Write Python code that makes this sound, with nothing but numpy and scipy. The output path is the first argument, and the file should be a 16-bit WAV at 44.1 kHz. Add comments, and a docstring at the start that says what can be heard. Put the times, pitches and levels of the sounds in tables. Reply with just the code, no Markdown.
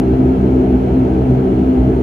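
"""Two seconds inside the cabin of a taxiing airliner, engines at idle; every layer runs throughout.
The engine shafts drone through the fuselage: six low orders, each a wavering tone in a rough noise skirt,
the lowest four throbbing. Under them rolls shaped-noise rumble with booming cabin resonances.
Ventilation air, wide shaped noise with close reflections, rushes all around,
with a few faint turbine whines in it: thin tones that flutter in phase and level."""
import sys
import numpy as np
from scipy import signal
from scipy.fft import rfft, irfft
from scipy.io import wavfile

SR = 44100
rng = np.random.default_rng(int(sys.argv[2]) if len(sys.argv) > 2 else 0)


def bounce(signal):
    """Save signal as a 16-bit WAV file at the path given by the first command-line argument."""
    frames = np.transpose(np.atleast_2d(signal))
    limited = np.clip(frames, -1, 1)
    pcm = np.round(limited * 32767).astype(np.int16)
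    wavfile.write(sys.argv[1], SR, pcm)


N = 89346  # samples


def from_db(db):
    """Decibels to amplitude gain."""
    return 10 ** (np.asarray(db) / 20)


def rms_one(x):
    """Scale to unit rms."""
    return x / np.sqrt(np.mean(x ** 2) + 1e-20)


def pan(left_minus_right_db):
    """Left and right gains, splitting a level difference evenly."""
    return from_db(np.array([[left_minus_right_db], [-left_minus_right_db]]) / 2)


def bin_hz():
    """Frequency of each spectrum bin, kept at 1 Hz or more so that its logarithm exists."""
    return np.maximum(np.fft.rfftfreq(N, 1 / SR), 1)


def shaped_noise(gain):
    """Unit-rms noise whose amplitude follows a function of frequency."""
    spectrum = rfft(rng.standard_normal(N))
    return rms_one(irfft(spectrum * gain(bin_hz()), N))


def drift(rate_hz):
    """Slow random wander with a spread of one: noise above 1 Hz that weakens beyond the rate."""
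    return shaped_noise(lambda hz: (hz > 1) / (1 + (hz / rate_hz) ** 2))


def wavering(hz, waver_rad, waver_hz, flutter_db):
    """A unit-rms tone that wanders in phase and, independently, in level."""
    cycles = hz * np.arange(N) / SR + rng.random()
    phase = 2 * np.pi * cycles + waver_rad * drift(waver_hz)
    level = from_db(flutter_db * drift(waver_hz))
    return rms_one(np.sin(phase) * level)


def resonant(centre_hz, width_hz):
    """Unit-rms noise passed twice through a resonance."""
    return shaped_noise(lambda hz: 1 / (1 + (2 * (hz - centre_hz) / width_hz) ** 2))


def swell(points):
    """Unit-rms gain that rises and sinks along a centred, slightly flattened level curve."""
    depth = .9  # share of the drawn swell that is followed
    time_s, db = np.transpose(points)
    curve_db = np.interp(np.arange(N) / SR, time_s, db - db.mean())
    return rms_one(from_db(depth * curve_db))


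def engine_drone():
    """Each shaft order is a wavering tone in a skirt of resonant noise; the lowest four throb."""
    shaft_hz = 64.18
    # engine orders: (multiple of shaft rate, tone level [dB], skirt level [dB], skirt width [Hz])
    orders = [(1, -23.3, -28, 22), (2, -22, -29, 22), (3, -24, -28, 11), (4, -16.3, -28, 27),
              (5, -26, -26.5, 18), (6, -27.5, -27, 18)]
    # throb of the first order, as drawn before centring and depth: (time [s], level [dB])
    swell_first = [(0.0, 1.9), (0.49, -1.5), (0.57, -7.5), (0.68, 5), (0.86, -4), (0.93, -0.1),
                   (0.99, -3.5), (1.03, -2.3), (1.09, -2), (1.18, 2.5), (1.26, 0), (1.34, -2.5),
                   (1.44, -9.5), (1.58, 1.8), (1.72, -8.5), (1.79, 5.5), (1.9, -0.5), (2.02, -2)]
    # throb of the second order, likewise: (time [s], level [dB])
    swell_second = [(0.0, -3), (0.14, 2.5), (0.19, -2), (0.25, 8), (0.36, -6.5), (0.42, -1), (0.66, -1.5),
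                    (0.7, -8.5), (0.91, 0), (1.18, -1.5), (1.29, 4.5), (1.77, -7), (1.89, 6), (2.02, -10.5)]
    # throb of the third order, likewise: (time [s], level [dB])
    swell_third = [(0.03, -23), (0.49, -18), (0.54, -30), (0.71, -20), (1.022, -26), (1.06, -18),
                   (1.27, -30), (1.592, -17), (1.654, -28), (2.0, -25)]
    # throb of the fourth order, likewise: (time [s], level [dB])
    swell_fourth = [(0.0, 0), (0.14, -5.5), (0.21, 4.5), (0.46, -3), (0.54, 3), (0.65, -1.5), (0.73, 4.5),
                    (0.83, -0.9), (0.9, -17.5), (0.95, 4.1), (1.03, 4), (1.08, -4.3), (1.28, 1),
                    (1.34, -2.5), (1.44, -0.4), (1.61, -4), (1.71, 6), (2.02, -4.5)]
    swells = {1: swell_first, 2: swell_second, 3: swell_third, 4: swell_fourth}
    drone = 0
    for multiple, tone_db, skirt_db, width_hz in orders:
        order_hz = multiple * shaft_hz
        tone = wavering(order_hz, waver_rad=.71, waver_hz=2.5, flutter_db=.35)
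        skirt = resonant(order_hz, width_hz)
        order = from_db(tone_db) * tone + from_db(skirt_db) * skirt
        if multiple in swells:
            order = order * swell(swells[multiple])
        drone = drone + order
    return drone


def coloured(points):
    """Unit-rms noise with a drawn spectrum, falling away steeply beyond its ends."""
    at_hz, db = np.transpose(points)

    def gain(hz):
        inside = from_db(np.interp(np.log(hz), np.log(at_hz), db))
        low_end = 1 + (at_hz[0] / hz) ** 16
        high_end = 1 + (hz / at_hz[-1]) ** 16
        return inside / np.sqrt(low_end * high_end)

    return shaped_noise(gain)


def cabin_rumble():
    """Broad noise rumble of engines and wheels, with the cabin's booming resonances as noise bands."""
    rumble_db = -20
    # spectrum shape of the rumble: (frequency [Hz], relative density [dB per Hz])
    rumble_spectrum = [(29, -28.5), (34, -17), (44, -6), (100, -1), (165, -1.5), (230, -1), (300, -1.5),
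                       (400, -4.5), (470, -5), (540, -14), (650, -8), (800, -14.5), (950, -22),
                       (1200, -42.5)]
    # cabin resonances: (centre [Hz], width [Hz], level [dB])
    boom_bands = [(72.7, 13, -25), (364, 14, -26), (433.2, 24, -27.5), (633, 44, -42.5)]
    booms = sum(from_db(db) * resonant(hz, width_hz) for hz, width_hz, db in boom_bands)
    return from_db(rumble_db) * coloured(rumble_spectrum) + booms


def reflected(x, count=14):
    """Close reflections from wall and seats give steady noise a fine, fixed colouring."""
    echo_db, latest_s = -21.5, .03  # level of each reflection, latest arrival
    lags = rng.uniform(latest_s / 10, latest_s, count) * SR
    signs = rng.choice([-1, 1], count)
    echoes = sum(sign * np.roll(x, int(lag)) for lag, sign in zip(lags, signs))
    return rms_one(x + from_db(echo_db) * echoes)


def air_rush():
    """Wide rush of ventilation and jet air: noise shared by both ears plus noise opposed between them."""
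    mid_db, side_db = -43, -27
    # spectrum shape of the shared part: (frequency [Hz], relative density [dB per Hz])
    mid_spectrum = [(950, -4.5), (1130, -9), (1300, -2.5), (1420, -8.5), (1550, -5.5), (1900, -11),
                    (2200, -10.5), (2900, -14), (3400, -19.5), (3800, -25), (4200, -24.5), (5000, -29),
                    (6500, -29), (7700, -34.5), (8600, -43), (10000, -30), (11000, -35), (12300, -45),
                    (14000, -29.5), (15000, -38)]
    # spectrum shape of the opposed part: (frequency [Hz], relative density [dB per Hz])
    side_spectrum = [(40, -22), (60, -9), (150, -10), (300, -5), (430, -1.5), (520, -4.5), (680, -6.5),
                     (800, -8), (900, -11), (1100, -15), (1400, -20.5), (1650, -28.5), (2200, -32),
                     (2800, -32), (3400, -34), (4000, -44.5), (5000, -45), (7000, -49.5), (8600, -51.5),
                     (10000, -56.5), (12200, -51.5), (14000, -52)]
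    mid = from_db(mid_db) * reflected(coloured(mid_spectrum))
    side = from_db(side_db) * reflected(coloured(side_spectrum))
    return np.array([mid + side, mid - side])


def turbine_whines():
    """Thin fluttering tones, partly direct and partly diffuse, wavering separately at each ear."""
    spread = .43  # diffuse share of the power
    # turbine whines: (frequency [Hz], level [dB], left minus right [dB])
    whine_tones = [(1311, -57.5, 2.5), (2252, -64.5, 0), (4110, -72, -2), (4122, -68.5, 1.5),
                   (14260, -80.5, -3)]
    whines = 0
    for hz, db, pan_db in whine_tones:
        direct, *diffuse = [wavering(hz, waver_rad=.6, waver_hz=16, flutter_db=2.0) for _ in range(3)]
        both_ears = np.sqrt(1 - spread) * direct + np.sqrt(spread) * np.array(diffuse)
        whines = whines + from_db(db) * pan(pan_db) * both_ears
    return whines


def seat_balance(ears):
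    """Beside the window, pitch ranges lean slightly to one side or the other."""
    # level balance of the ears: (frequency [Hz], left minus right [dB])
    balance = [(60, -1.0), (110, -1.1), (230, 1.5), (380, -0.5), (570, 2.5), (900, 1), (1400, 0),
               (2200, -0.5), (4000, 1.5), (10000, 0)]
    at_hz, db = np.transpose(balance)
    lean_db = np.interp(np.log(bin_hz()), np.log(at_hz), db)
    return irfft(rfft(ears) * from_db(np.array([lean_db, -lean_db]) / 2), N)


def scene():
    """The low sound reaches the left ear a little earlier; air and whines surround it."""
    right_lag_s = .00004
    t = np.arange(N) / SR
    low = engine_drone() + cabin_rumble()
    low_ears = np.array([low, np.interp(t - right_lag_s, t, low)])
    return seat_balance(low_ears + air_rush()) + turbine_whines()


def record(dry):
    """The highest peaks are rounded and a steep low-pass cuts the top."""
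    cutoff_hz = 15100
    rounded = dry / (1 + np.abs(dry) ** 8) ** (1 / 8)
    # order 10, 0.2 dB ripple in the passband, 70 dB rejection above it
    low_pass = signal.ellip(10, .2, 70, cutoff_hz, fs=SR, output="sos")
    return signal.sosfilt(low_pass, rounded)


dry = scene()
out = record(dry)
bounce(out)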